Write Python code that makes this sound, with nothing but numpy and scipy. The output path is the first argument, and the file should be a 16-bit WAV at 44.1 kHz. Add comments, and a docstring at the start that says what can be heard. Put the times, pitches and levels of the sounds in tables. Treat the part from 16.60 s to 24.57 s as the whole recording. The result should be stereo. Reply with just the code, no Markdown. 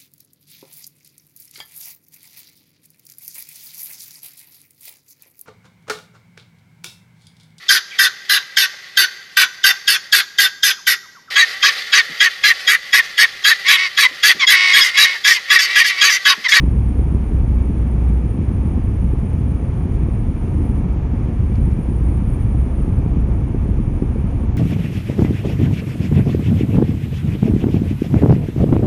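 """Inside a car cruising through a road tunnel, heard in stereo from within the cabin, about 8 s.
From the start rough asphalt gives a low rumble with soft thumps, over a droning engine and a cabin boom;
tyre roar enters through the glass and air rushes past the windscreen. The drone, strong at first, comes and goes.
A thin high hiss (likely the air conditioning) is faint, swells from about 3 s, and drops and returns.
Near 5 s the trim ticks softly; the hardest bump lands near 7.4 s. Noise, sines and ringing modes make it all.
"""
import sys
import numpy as np
from scipy import signal
from scipy.fft import rfft, irfft
from scipy.io import wavfile
from scipy.ndimage import uniform_filter1d

SR = 44100
rng = np.random.default_rng(int(sys.argv[2]) if len(sys.argv) > 2 else 0)


def dump(signal):
    """Clip the signal to [-1, 1] and save it as 16-bit WAV at the path in sys.argv[1]."""
    limited = np.clip(np.atleast_2d(signal).T, -1, 1)
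    pcm = np.round(limited * 32767).astype(np.int16)
    wavfile.write(sys.argv[1], SR, pcm)


N = 351477
T = np.arange(N) / SR
FREQ = np.arange(N // 2 + 1) * SR / N + 1e-3  # just above zero, so that its logarithm exists
SIDES = np.array([[1], [-1]])  # left, right

# Colour of the rumble, from the suspension and from the body panels: f/Hz, relative density/dB
SUSPENSION_COLOUR = [(8, -45), (22, -28), (32, -12), (46, -1.5), (60, -1.5), (73, 1), (85, -.5),
                     (100, -2.8), (128, -4), (170, -16), (260, -40), (800, -110)]
PANEL_COLOUR = [(20, -53.5), (80, -19), (125, -8.5), (155, -2), (210, -1.5), (260, -4), (320, -8.5),
                (400, -14.5), (500, -21.5), (650, -38), (1200, -71.5), (3000, -110)]
# Rumble on ordinary asphalt; the tyres take a moment to roll on to a stretch or off it
SUSPENSION_DB, PANEL_DB, ROLL_ON_S = -19, -26.5, 0.029
# Coarser or smoother asphalt: start t/s, length/s, extra suspension level/dB, extra panel level/dB
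ASPHALT_STRETCHES = [(0.0, 0.24, 1.5, 0.5), (.31, 0.05, -5, -0.5), (0.584, 0.093, -3.5, -1),
                     (0.74, 0.18, 2.5, 1), (.96, 0.49, -1, 0.5), (1.572, .07, -7, 1), (1.78, 0.46, 1, .5),
                     (2.534, 0.043, -3, -4), (2.71, 0.23, 1, 0.5), (2.969, 0.049, -13, -2.5),
                     (3.05, 0.11, 0.5, -2.5), (3.754, 0.058, -7, -1.5), (3.903, 0.34, 0, 1.5),
                     (4.394, 0.059, -2.5, -1), (4.74, .05, -3, -1), (4.79, 0.044, 5.5, -1),
                     (4.962, 0.185, 4, 0), (5.153, 0.15, -4, -1.5), (5.453, 0.18, 0, 1),
                     (5.817, 0.34, 1, 0), (6.072, .12, -5.5, -0.5), (6.255, 0.56, 0, 1),
                     (6.895, 0.43, -1, -1), (7.368, 0.077, -6.5, 0.5), (7.657, 0.064, -2.5, -0.5)]
# Bumps in the asphalt: t/s, peak level before gain/dB, relative sharpness/dB
ASPHALT_BUMPS = [(0.034, -15, -17.5), (0.075, -16.5, -11), (0.129, -18, -20), (0.257, -15, -24),
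                 (0.39, -16.5, -5), (0.519, -12, -21), (0.544, -14, -7), (0.718, -18.5, -7),
                 (0.828, -14.5, -19), (1.093, -12, -15.5), (1.165, -23, -5.5), (1.498, -17, -12.5),
                 (1.785, -14, -19), (1.81, -15, -15), (1.933, -19, -21), (2.053, -16, -29.5),
                 (2.128, -16.5, -24.5), (2.171, -14.5, -13.5), (2.437, -13.5, -27.5), (2.531, -15.5, -16),
                 (2.626, -13.5, -24), (2.804, -16.5, -24), (2.914, -15.5, -23), (3.023, -19, -17.5),
                 (3.142, -16, -23.5), (3.251, -15.5, -14), (3.427, -14.5, -29), (3.483, -18, 1),
                 (3.665, -17.5, -6), (3.693, -17.5, -22.5), (3.945, -16, -13), (4.002, -16, -8),
                 (4.092, -13.5, -23), (4.193, -15, -21.5), (4.252, -16, -15.5), (4.442, -16, -24.5),
                 (4.532, -17.5, -4.5), (4.679, -17.5, -23), (4.832, -21, -25.5), (4.895, -18.5, -4.5),
                 (4.98, -17.5, -14), (5.071, -13.5, -18), (5.124, -16.5, -25), (5.184, -14, -24.5),
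                 (5.283, -14, -16.5), (5.518, -15, -22), (5.617, -17, -23.5), (5.944, -17, -4.5),
                 (6.198, -16, -26.5), (6.244, -16.5, -17), (6.275, -14.5, -13.5), (6.457, -16.5, -10.5),
                 (6.564, -12, -23.5), (6.684, -17, -4.5), (6.943, -14, -2.5), (7.054, -21, 0.5),
                 (7.085, -13.5, -25), (7.186, -18, -14), (7.195, -11, -23), (7.274, -14, -24),
                 (7.419, -7.3, -9.5), (7.556, -15.5, -5), (7.638, -13.5, -17), (7.832, -16, -25)]
# Damped modes of the car body, before detuning and tilt: f/Hz, 60 dB decay time/s, level/dB
BODY_MODES = [(98, 0.07, -9.5), (150.3, 0.059, 2), (203.6, 0.073, 0), (271.7, 0.041, -1.5),
              (366.5, 0.042, -5), (496, 0.03, -15), (620, 0.037, -28)]
# Humps that jolt the suspension: t/s, level before gain/dB, swing f/Hz
ROAD_HUMPS = [(0.165, -15, 73.4), (0.25, -10, 72.7), (0.381, -14, 73.4), (0.744, -12, 94.2),
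              (0.816, -7, 74), (2.062, -17, 86.1), (2.327, -9, 96), (2.434, -8, 71), (2.736, -10, 100.5),
              (2.841, -12, 83), (3.941, -11, 72.7), (3.993, -12, 87), (4.107, -10, 121),
              (4.363, -11.5, 113), (4.785, -8.5, 110), (4.829, -12, 88.8), (4.974, -7, 72.7),
              (5.488, -8, 71), (5.831, -10.5, 105), (5.9, -16, 104), (5.944, -12, 88), (6.313, -7, 85),
              (6.362, -8, 72), (6.545, -15, 84), (6.758, -12, 96), (6.968, -11, 105), (7.083, -9.5, 96),
              (7.332, -12.5, 96), (7.876, -11.5, 105)]
HUMP_RISE_S = 0.016  # from the start of a jolt to its fullest swing
# Engine drone: t/s, level before gain and throb/dB
ENGINE_LEVEL = [(0, -14.5), (.55, -17), (.64, -24), (.8, -17), (.98, -12.5), (1.13, -17.5), (1.3, -15),
                (1.58, -14), (1.72, -26), (2.05, -26.5), (2.2, -16.5), (2.65, -26), (2.9, -16.5),
                (3.02, -26.5), (3.55, -19), (3.72, -41), (4.3, -20), (4.85, -23.5), (5.12, -14),
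                (5.17, -31), (5.46, -13), (5.8, -28), (6.03, -16), (6.25, -24.5), (6.7, -20.5),
                (7.2, -21.5), (7.5, -27), (7.97, -24.5)]
# Firing rate of the engine: t/s, f/Hz
ENGINE_PITCH = [(0, 62.5), (.6, 62.2), (1, 60.8), (1.45, 60.5), (1.7, 58.5), (2.2, 62), (2.6, 60),
                (3.5, 58.5), (4.2, 62), (5.05, 62), (5.3, 57.5), (5.6, 58.5), (6, 63.5), (6.4, 62),
                (7.97, 61)]
# Cabin boom: t/s, level before gain and throb/dB
BOOM_LEVEL = [(0, -29), (.95, -27), (1.8, -35), (2.45, -25), (2.9, -37), (3.7, -25), (4.75, -30),
              (6.05, -25.5), (7.97, -27.5)]
# Pitch of the cabin boom: t/s, f/Hz
BOOM_PITCH = [(0, 37.5), (3.5, 36), (7.97, 36)]
# Tunnel roar alike on both sides, and differing between them: f/Hz, relative density/dB
ROAR_COMMON_COLOUR = [(60, -42.5), (250, -9), (480, 4.5), (550, 3), (605, -1.5), (670, 1.5), (745, 1),
                      (795, -1.5), (890, 0.75), (1010, -4), (1160, -5), (1270, -6.5), (1470, -13.5),
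                      (1560, -13), (2000, -19), (3000, -40.5), (9000, -82)]
ROAR_DIFFERENCE_COLOUR = [(20, -7.5), (38, 7), (80, 16), (130, 12), (260, 6), (295, 9), (350, 2), (480, 0),
                          (560, 2), (690, -5), (780, -1.5), (900, -6), (1050, -6), (1200, -16),
                          (1500, -21.5), (2100, -46.5), (3200, -33.5), (5500, -58.5), (7800, -32.5),
                          (11000, -66)]
# Air round the windscreen: f/Hz, relative density/dB
WINDSCREEN_COLOUR = [(300, -42), (1200, -13), (1700, -0.5), (2050, -2.5), (2270, 2.5), (2650, -3.5),
                     (3200, -8), (3500, -10), (3850, -16), (5000, -18.5), (5800, -17), (6500, -16),
                     (7550, -24), (8200, -52), (10000, -28.5), (12400, -38.5)]
AIR_DB = -52.5  # steady but for the light buffeting
# Spells of hiss, most of them building: start t/s, starting level before gain/dB, growth/(dB per s)
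HISS_SPELLS = [(0, -62, -2.5), (.7, -65, 0.3), (3.25, -66.5, 5.5), (4.24, -72.5, 10.5), (4.98, -63, 4.3),
               (5.84, -63, 1), (6.39, -68.5, 3), (7.85, -74, 0)]
HISS_DROP_S = 0.027  # how long a step between spells takes
# Whistling resonances of the hiss: f/Hz, width before squaring/Hz, level/dB, phase lead of left over right/rad
WHISTLE_MODES = [(9227, 176, 4, 1.67), (9370, 110, -7, 0.9), (9610, 170, -6.5, 0.7),
                 (10300, 520, -21.5, .4), (11000, 220, -19.5, .1), (11290, 260, -13, .1),
                 (12200, 500, -28.5, 0.044)]
# Slips of the trim: t/s, relative level/dB, tilt/(dB per octave)
TRIM_SLIPS = [(4.929, -35, -13), (4.955, -38.5, -2), (4.957, -40, -1), (5.113, -42, -2),
              (5.120, -29.5, -12)]
# Resonances of the trim panel: f/Hz, width before squaring/Hz, level before tilt/dB
TRIM_MODES = [(1400, 500, 0), (2700, 1300, -4), (4100, 1200, -2), (5300, 1000, 2.5), (6750, 700, -1.5)]
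TICK_DECAY_S = 0.0018  # time constant of a crack
TOP_HZ = 12450  # upper limit of the recorder


def undb(db):
    """Decibels to gain."""
    return 10 ** (np.asarray(db) / 20)


def unit(x):
    """Scale to rms 1."""
    return x / np.sqrt(np.mean(x ** 2))


def curves(table):
    """Each column of a table as one value a sample."""
    s, *columns = np.transpose(table)
    return [np.interp(T, s, column) for column in columns]


def colour(x, points):
    """Filter by a response drawn through (Hz, dB) points on a logarithmic frequency axis."""
    hz, db = np.transpose(points)
    response = undb(np.interp(np.log(FREQ), np.log(hz), db))
    return irfft(rfft(x) * response, N)


def resonance(hz, width_hz):
    """Band-pass response, gain 1 at the centre."""
    return 1 / (1 + 1j * (FREQ ** 2 - hz ** 2) / (FREQ * width_hz))


def noise():
    """White noise."""
    return rng.standard_normal(N)


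def walk(rate):
    """Smooth random wander of spread 1, changing about rate times a second."""
    return unit(irfft(rfft(noise()) * np.exp(-(FREQ / rate) ** 2), N))


def smooth(x, span_s):
    """Moving average over a span of time."""
    return uniform_filter1d(x, max(int(span_s * SR), 2))


def even(x, span_s):
    """Signal with its slow swells evened out, rms about 1."""
    return x / np.sqrt(smooth(x ** 2, span_s) + 1e-12)


def rumble(patchy_db):
    """Tyres on uneven asphalt shake the suspension and, in quick patches, the panels; coarse stretches add level."""
    extra = np.zeros((2, N))
    for s, length, suspension_db, panel_db in ASPHALT_STRETCHES:
        on_stretch = (T >= s) & (T < s + length)
        extra += np.outer([suspension_db, panel_db], on_stretch)
    suspension_extra, panel_extra = smooth(extra, ROLL_ON_S)
    suspension = even(colour(noise(), SUSPENSION_COLOUR), span_s=0.1)
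    patches = noise() * undb(patchy_db * walk(rate=65))
    panels = even(colour(patches, PANEL_COLOUR), span_s=0.12)
    return suspension * undb(SUSPENSION_DB + suspension_extra) + panels * undb(PANEL_DB + panel_extra)


def bumps(gain_db, contact_s, bluntness, tilt, detune):
    """A bump pushes through the tyre and rings damped body modes; sharp edges push briefly and favour upper modes."""
    out, t = np.zeros(N + SR), T[:SR // 5]
    hz, t60, db = np.transpose(BODY_MODES)[:, :, None]
    octaves = np.log2(hz / hz.mean())
    usual_db = np.mean(ASPHALT_BUMPS, axis=0)[2]
    chances = rng.standard_normal((len(ASPHALT_BUMPS), len(hz), 1))
    for (s, peak_db, sharp_db), chance in zip(ASPHALT_BUMPS, chances):
        mode_db = db + tilt * (sharp_db - usual_db) * octaves
        push_s = contact_s * undb(bluntness * (usual_db - sharp_db))
        mode_hz = hz * (1 + detune * chance)
        decay = undb(mode_db - 60 * t / t60)
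        ring = np.sum(decay * np.sin(2 * np.pi * mode_hz * (t - push_s)), axis=0)
        ring *= 1 - np.exp(-(t / push_s) ** 2)  # soft onset while the tyre pushes
        start = int(s * SR)
        out[start:start + len(t)] += ring / np.abs(ring).max() * undb(peak_db + gain_db)
    return out[:N]


def humps(gain_db):
    """A hump sets the suspension swinging for a few cycles: a soft, deep thud."""
    out, t = np.zeros(N + SR), T[:SR // 5]
    swing = (t / HUMP_RISE_S * np.exp(1 - t / HUMP_RISE_S)) ** 2
    phases = rng.uniform(0, 2 * np.pi, len(ROAD_HUMPS))
    for (s, level_db, hz), phase in zip(ROAD_HUMPS, phases):
        thud = swing * np.sin(2 * np.pi * hz * t + phase)
        start = int(s * SR)
        out[start:start + len(t)] += thud * undb(level_db + gain_db)
    return out[:N]


def drone(level_table, pitch_table, gain_db, waver, throb_db, throb_rate):
    """Engine or cabin boom: a low sine that throbs unevenly and whose phase wavers (in radians)."""
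    (db,), (hz,) = curves(level_table), curves(pitch_table)
    phase = 2 * np.pi * np.cumsum(hz) / SR + waver * walk(rate=8)
    throb = even(undb(throb_db * walk(throb_rate)), span_s=0.57)
    return np.sqrt(2) * np.sin(phase) * throb * undb(db + gain_db)


def roar(mid_db, side_db, lean_db, swell_db):
    """Diffuse tyre noise of the tunnel enters through the glass all round, a little more by the left windows."""
    mid = unit(colour(noise(), ROAR_COMMON_COLOUR)) * undb(mid_db + swell_db * walk(rate=2.1))
    side = unit(colour(noise(), ROAR_DIFFERENCE_COLOUR)) * undb(side_db + swell_db * walk(rate=5.4))
    window = irfft(rfft(mid) * np.abs(resonance(hz=750, width_hz=870)) ** 2, N)
    return mid + SIDES * (side + undb(lean_db) * window)


def air(skew, gust_db):
    """Air rushes past the windscreen ahead, lightly buffeted; round 3.5 kHz the left channel leads in phase."""
    rush = rfft(unit(colour(noise(), WINDSCREEN_COLOUR)))
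    lead = skew * np.abs(resonance(hz=3500, width_hz=2200)) ** 4  # radians each way
    return irfft(rush * np.exp(1j * lead * SIDES), N) * undb(AIR_DB + gust_db * walk(rate=20))


def hiss(gain_db, flutter_db):
    """A sputtering flow through a narrow opening whistles in high resonances; most spells build, then drop fast."""
    flow = rfft(even(noise() * undb(flutter_db * walk(rate=20)), span_s=0.3))
    response = 0
    for hz, width, db, lead in WHISTLE_MODES:
        whistle = undb(db) * np.abs(resonance(hz, width)) ** 2
        response = response + whistle * np.exp(.5j * lead * SIDES)  # half the lead each way
    level = np.full(N, float(HISS_SPELLS[0][1]))
    for s, db, growth in HISS_SPELLS:
        level = np.where(T >= s, db + growth * (T - s), level)
    level = smooth(level, HISS_DROP_S)
    return unit(irfft(flow * response, N)) * undb(level + gain_db)


def ticks():
    """Plastic trim slips in tiny jerks, each a dry crack of noise coloured by the panel's resonances."""
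    out = 0
    for s, level_db, tilt_db in TRIM_SLIPS:
        crack = (T >= s) * np.exp(-np.abs(T - s) / TICK_DECAY_S) * noise()
        panel = 0
        for hz, width, db in TRIM_MODES:
            mode_db = db + tilt_db * np.log2(hz / TRIM_MODES[0][0])
            panel = panel + undb(mode_db) * np.abs(resonance(hz, width)) ** 2
        out = out + undb(level_db) * irfft(rfft(crack) * panel, N)
    return out


def scene():
    """Body-borne sound is nearly alike in both channels, slightly stronger at the left; the roar is wide."""
    road = rumble(patchy_db=1.8)
    road = road + bumps(gain_db=3.0, contact_s=0.00574, bluntness=0.21, tilt=0.56, detune=0.09)
    road = road + humps(gain_db=-3.0)
    engine = drone(ENGINE_LEVEL, ENGINE_PITCH, gain_db=-1.0, waver=0.21, throb_db=1.0, throb_rate=7.7)
    boom = drone(BOOM_LEVEL, BOOM_PITCH, gain_db=2.0, waver=0.24, throb_db=1.0, throb_rate=4.3)
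    road_left_db, drone_left_db = 0.55, 0.3  # up at the left, down as much at the right
    cabin = road * undb(road_left_db * SIDES) + (engine + boom) * undb(drone_left_db * SIDES) + ticks()
    outside = roar(mid_db=-41.0, side_db=-34.0, lean_db=-13.0, swell_db=0.53) + air(skew=0.34, gust_db=0.43)
    return cabin + outside + hiss(gain_db=5.5, flutter_db=1.5)


def record(dry):
    """The recorder cuts the top with a steep low-pass."""
    low_pass = signal.ellip(8, .2, 70, TOP_HZ, fs=SR, output="sos")
    return signal.sosfilt(low_pass, dry)


dry = scene()
out = record(dry)
dump(out)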